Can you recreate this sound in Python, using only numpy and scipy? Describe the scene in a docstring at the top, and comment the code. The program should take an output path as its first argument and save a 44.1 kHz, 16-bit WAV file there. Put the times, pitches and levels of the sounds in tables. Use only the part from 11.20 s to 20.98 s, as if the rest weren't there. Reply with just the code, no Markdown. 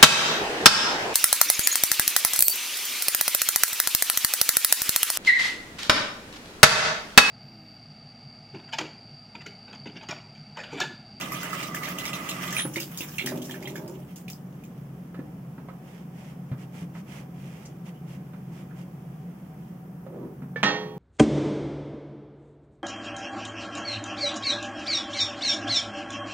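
"""Hands are rinsed under a kitchen tap: droplet hiss and slaps of short rising bubbles over pipe resonances.
The valve squeals shut, a narrow rising whistle; drops are shaken off and noise pulses gurgle in the drain.
Then a towel rubs the hands in swishes of grainy hiss, and things bump softly as damped low notes.
Dishes shift, and a pan knocked out of the rack cracks in noise bursts and rings in beating modes.
Low rumble fills the hard-walled kitchen, an echo of random taps; two small microphones a hand apart."""
import sys
import numpy as np
from scipy import signal
from scipy.fft import rfft, irfft, next_fast_len
from scipy.io import wavfile
from scipy.ndimage import uniform_filter1d

SR = 44100
rng = np.random.default_rng(int(sys.argv[2]) if len(sys.argv) > 2 else 0)


def generate_wav(signal):
    """Clip the signal to [-1, 1] and save it as 16-bit WAV at the path in sys.argv[1]."""
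    frames = np.transpose(np.atleast_2d(signal))
    scaled = np.clip(frames, -1, 1) * 32767
    pcm = np.round(scaled).astype(np.int16)
    wavfile.write(sys.argv[1], SR, pcm)


N = 431298

# Colour of falling water. Each row: frequency in Hz, relative density in dB per Hz.
SPRAY_TONE = [(410, -47), (700, -15), (1460, -11.5), (2990, -11), (4150, -22.5), (5610, -16.5), (9110, -25),
              (14600, -23)]
# Slaps of water and flung drops in the basin.
# Each row: start in seconds, bubble level in dB, bubble pitch in Hz, spatter level in dB.
SPLASHES = [(0.011, -23, 2630, -40), (0.1201, -24.5, 1127, -36.5), (0.2308, -26.5, 1390, -39),
            (0.3296, -23.5, 1230, -43), (0.4287, -25.5, 2130, -38.5), (0.546, -24.5, 1660, -35.5),
            (0.632, -22.5, 2050, -38.5), (0.685, -26.5, 1710, -39), (0.7854, -22, 2840, -37),
            (0.8536, -22.5, 2140, -34.5), (0.932, -22, 2600, -42.5), (1.0893, -20, 2930, -32.5),
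            (1.278, -26, 3200, -42.5), (1.326, -27, 1690, -37), (1.3662, -14.5, 2350, -39),
            (1.392, -20, 1764, -49), (1.397, -18, 3180, -46), (1.5377, -40, 5990, -41.5),
            (1.559, -18.5, 2060, -37), (1.601, -24.5, 2680, -34), (1.774, -33, 3580, -33.5),
            (1.8067, -23, 2600, -40.5), (1.983, -15.5, 2590, -40), (1.9946, -17.5, 2130, -52),
            (2.06, -27, 3060, -32), (2.072, -22.5, 1800, -52), (2.218, -32.5, 3140, -43),
            (2.254, -34, 5500, -47), (2.296, -31.5, 1700, -57), (2.31, -26, 3170, -43.5),
            (2.3423, -31, 1670, -62), (2.426, -34.5, 2100, -48.5), (2.456, -27, 3070, -65),
            (2.4737, -28.5, 2020, -44.5), (2.556, -29.5, 1600, -45.5), (2.678, -49, 5200, -50.5),
            (2.959, -45, 5440, -46.5), (3.081, -30, 2410, -49), (3.0998, -33, 6900, -43),
            (3.437, -43.5, 2400, -54)]
# Colour of the pan's crack on the rack. 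Each row: frequency in Hz, relative density in dB per Hz.
CRACK_TONE = [(60, -48), (150, -2), (250, 4.5), (1800, 4), (3300, 0), (4100, -8.5), (6000, -13),
              (16000, -67)]
# The pan strikes the rack and rebounds. Each row: start in seconds, level in dB.
KNOCK = [(9.4302, -14), (9.4352, -12.5), (9.4386, -21)]
# A plate in the rack is touched first. One row: start in seconds, ring level in dB.
PLATE_TOUCH = (9.36, -25.5)
EDGE_HZ = 15900  # upper band limit, also the reference for treble tilts
SHUT_AT_S = 1.411  # the tap shuts
SPATTER_S = 0.033  # time constant of the spatter's decay


def gain_of(db):
    """Decibels to an amplitude factor."""
    return 10 ** (np.asarray(db) / 20)


def evened(x):
    """Scales to rms 1."""
    return x / np.sqrt(np.mean(x ** 2) + 1e-20)


def read(points, hz):
    """A spectrum table at the given frequencies, interpolated along log frequency."""
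    f, value = np.transpose(points)
    return np.interp(np.log(hz + 1), np.log(f + 1), value)


def columns(rows):
    """A gate that is open while a curve lasts, then each of its columns at every sample."""
    s, *values = np.transpose(rows)
    t = np.arange(N) / SR
    gate = uniform_filter1d(1. * ((t >= s[0]) & (t <= s[-1])), size=400)
    return gate, *(np.interp(t, s, v) for v in values)


def add(mix, s, sound):
    """Mixes a sound in at a time in seconds."""
    part = mix[round(s * SR):][:len(sound)]
    part += sound[:len(part)]


def coloured(x, db):
    """Filters by a function of frequency in dB."""
    size = next_fast_len(x.shape[-1] + 4096)
    gain = gain_of(db(np.fft.rfftfreq(size, 1 / SR)))
    return irfft(rfft(x, size) * gain, size)[..., :x.shape[-1]]


def resonate(x, hz, width):
    """Shifts the curve hz down to zero, smooths, and shifts back: a resonance of gain 1."""
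    turn = np.exp(2j * np.pi * np.cumsum(hz * np.ones(x.shape[-1])) / SR)
    r = np.exp(-np.pi * width / SR)
    return 2 * (turn * signal.lfilter([1 - r], [1, -r], x / turn)).real


def humps(noise, modes):
    """Steady noise through a set of steep resonances, each at its own rms level."""
    size = next_fast_len(N)
    f = np.fft.rfftfreq(size, 1 / SR)
    shapes = [(db, 1 / (1 + (2 * (f - hz) / width) ** 2)) for hz, width, db in modes]
    response = sum(gain_of(db) * evened(shape) for db, shape in shapes)
    return irfft(rfft(noise, size) * response, size)[..., :N]


def grainy(spread_db, per_s, smooth):
    """Two channels of hiss mixed with droplet clicks of very unequal size."""
    size = gain_of(spread_db * np.minimum(rng.exponential(1, N), 5)) * (rng.random(N) < per_s / SR)
    burst = signal.lfilter([1], [1, -.95], size)  # each click spreads over half a millisecond
    return (smooth + evened(burst)) * rng.standard_normal((2, N))


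def patchy(x, spread_db):
    """Colours a sound with drifting random patches of frequency and time."""
    z = signal.stft(x, nperseg=256)[2]
    field = uniform_filter1d(rng.standard_normal(z.shape[1:]), size=10, axis=0)
    field = evened(uniform_filter1d(field, size=10, axis=1))
    return signal.istft(z * gain_of(spread_db * field), nperseg=256)[1][:, :N]


def struck(modes, t):
    """A struck body's modes: dying sines, neighbours of opposite sign."""
    return sum((-1) ** k * gain_of(db - 60 * t / t60) * np.sin(2 * np.pi * hz * t)
               for k, (hz, db, t60) in enumerate(modes))


def hollow(rows, per_s, width, overtone):
    """Soft random pushes ring a hollow whose note wanders, with a broad overtone."""
    gate, level_db, hz = columns(rows)
    pushes = rng.standard_normal(N) * (rng.random(N) < per_s / SR)
    note = evened(resonate(resonate(pushes, hz, width), hz, 3 * width))
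    upper = evened(resonate(resonate(pushes, 2.67 * hz, 250), 2.57 * hz, 240))
    return gate * gain_of(level_db) * (note + overtone * upper)


def rumble():
    """Steady low noise with a few wavering notes, over faint hiss."""
    # Colour of the room. Each row: frequency in Hz, relative density in dB per Hz.
    room_tone = [(20, -24), (45, -29), (65, -18), (100, -19.5), (170, -0.5), (230, -12), (600, -26.5),
                 (1200, -34), (3200, -49.5), (4000, -58), (5500, -52), (8000, -56), (14000, -48.5)]
    # Wavering notes in the rumble. Each row: frequency in Hz, width in Hz, level in dB.
    room_notes = [(135.3, 6.5, -47.5), (179.4, 5.1, -51), (753, 24, -67)]
    noise = rng.standard_normal((2, N))
    bed = evened(coloured(noise, lambda hz: read(room_tone, hz)))
    return bed * gain_of(-39.5) + humps(noise, room_notes)


def kitchen(x):
    """Hard walls as sparse taps of random sign, one in every 20 samples, each band dying at its own speed."""
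    # Decay of the room. Each row: frequency in Hz, time to fall 60 dB in seconds.
    decay = [(100, 0.056), (500, 0.58), (2000, 0.12), (6000, 0.14), (15000, 0.18)]
    taps = np.zeros((2, SR))
    at = np.arange(100, SR - 20, 20) + rng.integers(0, 20, (2, (SR - 101) // 20))
    np.put_along_axis(taps, at, rng.choice([-1., 1.], at.shape), 1)
    hz, t, z = signal.stft(taps, SR, nperseg=256)
    tail = signal.istft(z * gain_of(-60 * t / read(decay, hz)[:, None]), SR, nperseg=256)[1]
    return signal.fftconvolve(x * np.ones((2, 1)), tail / np.linalg.norm(tail[0]), axes=1)[:, :N]


def squeaks():
    """Faint squeaks and ticks: short fuzzy tones of resonated noise; the shorter, the broader."""
    # Each row: start in seconds, pitch in Hz, level in dB, length in seconds.
    faint_tones = [(3.96, 1733, -61, 0.082), (6.452, 6100, -48.5, 0.021), (6.745, 2990, -64, .045),
                   (7.503, 1450, -53, 0.021)]
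    out = np.zeros(N)
    for s, hz, db, length in faint_tones:
        t = np.arange(0, length, 1 / SR)
        width = hz * (0.014 / length) ** 2
        tone = resonate(resonate(rng.standard_normal(4000), hz, width), hz, width)[-len(t):]
        add(out, s, gain_of(db) * evened(tone) * np.sin(np.pi * (t / length) ** 0.7))
    return out


def bumps():
    """A quickly damped low note with a looser overtone, and a short dull click."""
    # Soft bumps. Each row: start in seconds, note level in dB, pitch in Hz, click level in dB.
    soft_knocks = [(1.45, -22, 297, -36.5), (1.566, -23, 331, -40.5), (1.805, -29, 294, -49),
                   (2.118, -25.5, 603, -40.5), (3.944, -47, 503, -45.5), (3.99, -24, 285, -50),
                   (4.38, -34.5, 278, -49), (4.485, -37, 714, -44.5), (5.315, -21.5, 133.4, -42.5),
                   (5.62, -26, 171, -57), (5.751, -32, 169, -45.5), (7.134, -39, 298, -48),
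                   (8.864, -34.5, 530, -50), (9.22, -32.5, 250, -49)]
    decay_cycles, click_t60_s = 3.45, 0.13  # cycles in one time constant; seconds to fall 60 dB
    out, t = np.zeros(N), np.arange(8000) / SR
    rattle = evened(resonate(resonate(rng.standard_normal(N), 900, 1400), 900, 1400))
    for s, db, hz, click_db in soft_knocks:
        note = np.sin(2 * np.pi * hz * t) + 0.24 * np.sin(2 * np.pi * 1.7 * hz * t)
        note = note * (1 - np.exp(-t / 0.0011))
        click = gain_of(click_db - 60 * t / click_t60_s) * (1 - np.exp(-t / 0.00038))
        click = click * rattle[round(s * SR):][:len(t)]
        add(out, s, gain_of(db) * np.exp(-t * hz / decay_cycles) * note + click)
    return out


def dishes():
    """Crockery slides and settles on the wires: dense random pushes ring a wandering note."""
    # Dishes shift in the rack. Each row: time in seconds, level in dB, note in Hz.
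    shift = [(8.84, -63, 394), (8.95, -42, 400), (9.03, -43.5, 307), (9.16, -58, 300)]
    return hollow(shift, 530, 130, 0.062)


def clatter():
    """The plate's tick, three quick bright cracks of the pan, and the rattle of the rack's wires."""
    out, t = np.zeros(N), np.arange(SR // 2) / SR
    crack = evened(coloured(rng.standard_normal(len(t)), lambda hz: read(CRACK_TONE, hz)))
    snap = coloured(crack, lambda hz: 22 * hz / EDGE_HZ)  # brighter
    for k, (s, db) in enumerate(KNOCK):
        envelope = gain_of(db - 60 * t / 0.015) * (1 - np.exp(-t / 0.00044))
        add(out, s, envelope * np.roll(snap, shift=999 * k))  # a different stretch of noise each time
    add(out, KNOCK[0][0], gain_of(-25.5 - 60 * t / 0.5) * (1 - np.exp(-t / 0.026)) * crack)
    add(out, PLATE_TOUCH[0], gain_of(-40.5 - 60 * t / 0.24) * crack)
    return out


def pan():
    """The plate rings at its touch and again with the pan, whose modes beat, the upper ones swelling."""
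    # Modes of the pan. Each row: frequency in Hz, relative level in dB, time to fall 60 dB in seconds.
    pan_modes = [(200, 1, 0.22), (295, -10, 0.63), (358, -18, 1.1), (424, -16.5, 3.3), (509, -18, 1),
                 (678, -18, 0.35), (751, -22, 1.2), (814, -16.5, 1), (937, -21, 1), (1114, -22, 0.75),
                 (1233, -9, .2), (1288, -5, 0.3), (1492, -15, 0.45), (1808, -9, .35), (1844, 2, 0.37),
                 (1942, -13, .43), (2290, -15, 0.47), (2643, -10, 0.35), (2826, -9, .33), (3128, -15, .45),
                 (3283, -9.5, 0.5), (3499, -14, .35)]
    # Modes of the plate. Each row: frequency in Hz, relative level in dB, time to fall 60 dB in seconds.
    plate_modes = [(468, -2, .07), (1755, -1, .16), (2266, -15, .25)]
    beat_depth, beat_per_hz = .45, .007  # share of a mode's level; most beats a second per Hz of pitch
    swell_above_hz, wire_hz = 250, (3500, 7000)  # the rack's wires ring anywhere between the pair
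    out, t = np.zeros(N), np.arange(SR // 2) / SR
    speed, phase = rng.random((len(pan_modes), 2)).T
    ringing = np.zeros(len(t))
    for k, mode in enumerate(pan_modes):
        beat = 1 + beat_depth * np.cos(2 * np.pi * (beat_per_hz * mode[0] * speed[k] * t + phase[k]))
        slow_rise, quick_rise = 1 - 0.88 * np.exp(-t / 0.053), 1 - np.exp(-t / .003)
        rise = slow_rise if mode[0] > swell_above_hz else quick_rise
        ringing += (-1) ** k * struck([mode], t) * beat * rise
    place, damping = rng.random((40, 2)).T
    hz = np.interp(place, (0, 1), wire_hz)
    wires = struck(zip(hz, read(CRACK_TONE, hz), 0.22 + .3 * damping), t) * (1 - np.exp(-t / .025))
    plate = struck(plate_modes, t)
    add(out, PLATE_TOUCH[0], gain_of(PLATE_TOUCH[1]) * plate)
    add(out, KNOCK[1][0], gain_of(-25) * plate)
    add(out, KNOCK[0][0], gain_of(-16) * ringing + gain_of(-27) * wires)
    return out


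def towel():
    """Cloth fibres brush the skin: swishes of soft hiss with a little crackle over a steady rustle."""
    # Towel strokes on skin. Each row: middle in seconds, level in dB, length in seconds.
    swishes = [(4.735, -59, 0.15), (5.042, -56.5, 0.15), (5.417, -55.5, 0.055), (5.589, -50.5, 0.089),
               (5.778, -54, 0.057), (5.949, -48.5, 0.12), (6.332, -56.5, 0.27), (6.678, -53.5, 0.043),
               (6.922, -55, 0.078), (7.378, -57.5, 0.1), (7.597, -58, 0.063)]
    # Colour of the cloth. Each row: frequency in Hz, relative density in dB per Hz.
    cloth_tone = [(700, 1), (1300, -5.5), (2200, -1.5), (3200, -4.5), (4000, -15), (5500, -10),
                  (15000, -21.5)]
    rustle_db, from_s, to_s = -65.5, 3.25, 8.6  # rustle while the hands are dried
    t, near = np.arange(N) / SR, np.arange(-.2, .2, 1 / SR)
    strokes = gain_of(rustle_db) * uniform_filter1d(1. 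* (t > from_s) * (t < to_s), size=9000)
    for s, db, length in swishes:
        add(strokes, s + near[0], gain_of(db) * np.exp(-(2 * near / length) ** 4 / 2))
    return strokes * evened(coloured(grainy(3.1, 870, 2.8), lambda hz: read(cloth_tone, hz)))


def drain():
    """Slow big bubbles in the drain pipe; the basin hums along."""
    # Water running down the drain. Each row: time in seconds, level in dB, cavity note in Hz.
    gurgle = [(2.0, -46, 250), (2.12, -38, 260), (2.3, -46.5, 242), (2.52, -41, 300), (2.7, -44, 356),
              (2.9, -67, 250)]
    # Basin hums as water runs away. Each row: frequency in Hz, width in Hz, relative level in dB.
    basin_modes = [(286, 24, -10), (383.5, 18, -10), (608, 71, -14.5)]
    gate, level_db, _ = columns(gurgle)
    hum = humps(rng.standard_normal(N), basin_modes)
    return hollow(gurgle, 300, 80, 0.24) + gate * gain_of(level_db) * hum


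def valve():
    """The last thin jet whistles upward as the gap narrows: noise in a rising resonance."""
    # Valve closing. Each row: time in seconds, pitch in Hz, level in dB.
    squeal = [(1.34, 9450, -48), (1.38, 9580, -36.5), (1.42, 9860, -34.5), (1.465, 10720, -41.5),
              (1.5, 11000, -74)]
    gate, hz, level_db = columns(squeal)
    whistle = resonate(resonate(rng.standard_normal(N), hz, 120), hz, 120)
    return gate * gain_of(level_db) * evened(whistle)


def flow_db():
    """How far the stream has fallen below full flow: the valve eases down, then shuts."""
    ease_s, ease_db_per_s, shut_db_per_s = 0.045, 45, 390
    after = np.arange(N) / SR - SHUT_AT_S
    return -ease_db_per_s * np.clip(after + ease_s, 0, ease_s) - shut_db_per_s * np.maximum(after, 0)


def tap():
    """Turbulence in the valve excites the pipe and basin resonances."""
    # Pipe and basin. Each row: frequency in Hz, width in Hz, relative level in dB.
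    pipe_modes = [(618, 160, -8), (1209, 142, -1.5), (2010, 52, -4.5), (279, 194, -0.5)]
    return gain_of(-42 + flow_db()) * humps(rng.standard_normal((2, N)), pipe_modes)


def droplets():
    """Each slap's spatter holds a few tiny drops that ping high and briefly."""
    droplet_hz = (4660, 7500)  # the finest drops ping between these pitches
    out, t = np.zeros(N), np.arange(400) / SR
    for (s, _, _, spatter_db), clump in zip(SPLASHES, rng.random((len(SPLASHES), 10, 3))):
        for late, pitch, size in clump:
            f = np.interp(pitch, (0, 1), droplet_hz)
            ping = np.sin(2 * np.pi * f * t) * np.exp(-t * f / 7)
            add(out, s + SPATTER_S * late ** 2, gain_of(spatter_db + 11.5 - 27 * size) * ping)
    return out


def spatter():
    """Each slap throws fine drops across the basin: a sudden wide hiss that dies quickly."""
    shape, t = np.zeros(N), np.arange(6000) / SR
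    decay = np.exp(-t / SPATTER_S) + 0.91 * np.exp(-t / 0.0035)
    for s, _, _, spatter_db in SPLASHES:
        add(shape, s, gain_of(spatter_db) * decay * (1 - np.exp(-t / 0.0004)))

    def tone(hz):
        """The water's colour with less bass and more treble."""
        return read(SPRAY_TONE, hz) - 16 / (1 + (hz / 4500) ** 4) + 5 * hz / EDGE_HZ

    return shape * evened(coloured(grainy(5.6, 3500, 1.6), tone))


def bubbles():
    """Each slap traps a clump of short-lived rising bubbles; all but its first are fainter after the shut."""
    clump_s = .03  # the bubbles of one slap spread over this
    out, t = np.zeros(N), np.arange(2000) / SR
    for (s, db, hz, _), clump in zip(SPLASHES, rng.random((len(SPLASHES), 20, 3))):
        top_hz = max(min(2.14 * hz, 4100), 1.2 * hz)
        for k, (late, detune, size) in enumerate(clump):
            f, wait, drop_db = hz, 0, 0  # the first bubble has the listed pitch and level
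            if k > 0:
                f = 0.843 * hz + detune * (top_hz - 0.846 * hz)
                wait = clump_s * late ** 1.4
                drop_db = 5 + 13.3 * size + 3.8 * (s > SHUT_AT_S)
            ring = np.sin(2 * np.pi * f * t * (1 + 8.4 * t)) * np.exp(-t * f / 6)
            add(out, s + wait, gain_of(db - drop_db) * ring * (1 - np.exp(-t / 0.00035)))
    return out


def spray():
    """Thousands of droplets, a few of them heavy; later sparser, finer drops run off the fingers."""
    # Water running off the wet hands once the tap is shut. Each row: time in seconds, level in dB.
    runoff = [(1.45, -47), (1.65, -41.5), (2.25, -46.5), (2.85, -58), (3.9, -77)]
    gate, runoff_db = columns(runoff)
    wander = uniform_filter1d(uniform_filter1d(rng.standard_normal(N), size=900), size=900)
    uneven_db = 2.4 * evened(wander)
    stream = evened(coloured(grainy(6.0, 1800, 3.2), lambda hz: read(SPRAY_TONE, hz)))
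    drops = evened(coloured(grainy(4.2, 200, 2.8), lambda hz: read(SPRAY_TONE, hz) + 12 * hz / EDGE_HZ))
    stream = gain_of(-40 + 0.63 * flow_db()) * stream  # falls less steeply than the pipe
    return gain_of(uneven_db) * (stream + gate * gain_of(runoff_db) * drops)


def scene():
    """Single sources reach the left microphone a little late; near sounds lean left or right by frequency."""
    # Lean of the near sounds. Each row: frequency in Hz, left minus right in dB.
    lean = [(250, 3), (500, -8.5), (2500, -5.5), (6000, 0)]
    drips = bubbles() + droplets()
    points = valve() + drain() + dishes() + clatter() + squeaks()
    ring, thuds = pan(), bumps()
    direct = points + ring + thuds + drips
    direct = np.array([np.roll(direct, shift=4), direct])  # left late by 4 samples
    wide = patchy(spray() + spatter(), spread_db=2.5) + towel()
    to_walls = points + .22 * ring + 0.65 * thuds + 0.86 * drips + .5 * wide
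    near = direct + wide + tap() + gain_of(-1.0) * kitchen(to_walls)
    return coloured(near, lambda hz: np.array([[.5], [-.5]]) * read(lean, hz)) + rumble()


def record(dry):
    """Close microphones differ little in the bass; a low cut and the band limit."""
    # Bass reaches both microphones alike. Each row: frequency in Hz, gain of the side signal in dB.
    side_gain = [(60, -11), (150, -30), (300, -13), (700, -4.5), (1500, -0.5)]
    mid = (dry[0] + dry[1]) / 2
    side = coloured((dry[0] - dry[1]) / 2, lambda hz: read(side_gain, hz))
    low_cut = signal.butter(2, 40, "high", fs=SR, output="sos")
    pair = signal.sosfilt(low_cut, [mid + side, mid - side])
    band_limit = signal.firwin(511, EDGE_HZ, window=("kaiser", 9), fs=SR)
    return signal.oaconvolve(pair, band_limit[None], "same")


dry = scene()
out = record(dry)
generate_wav(out)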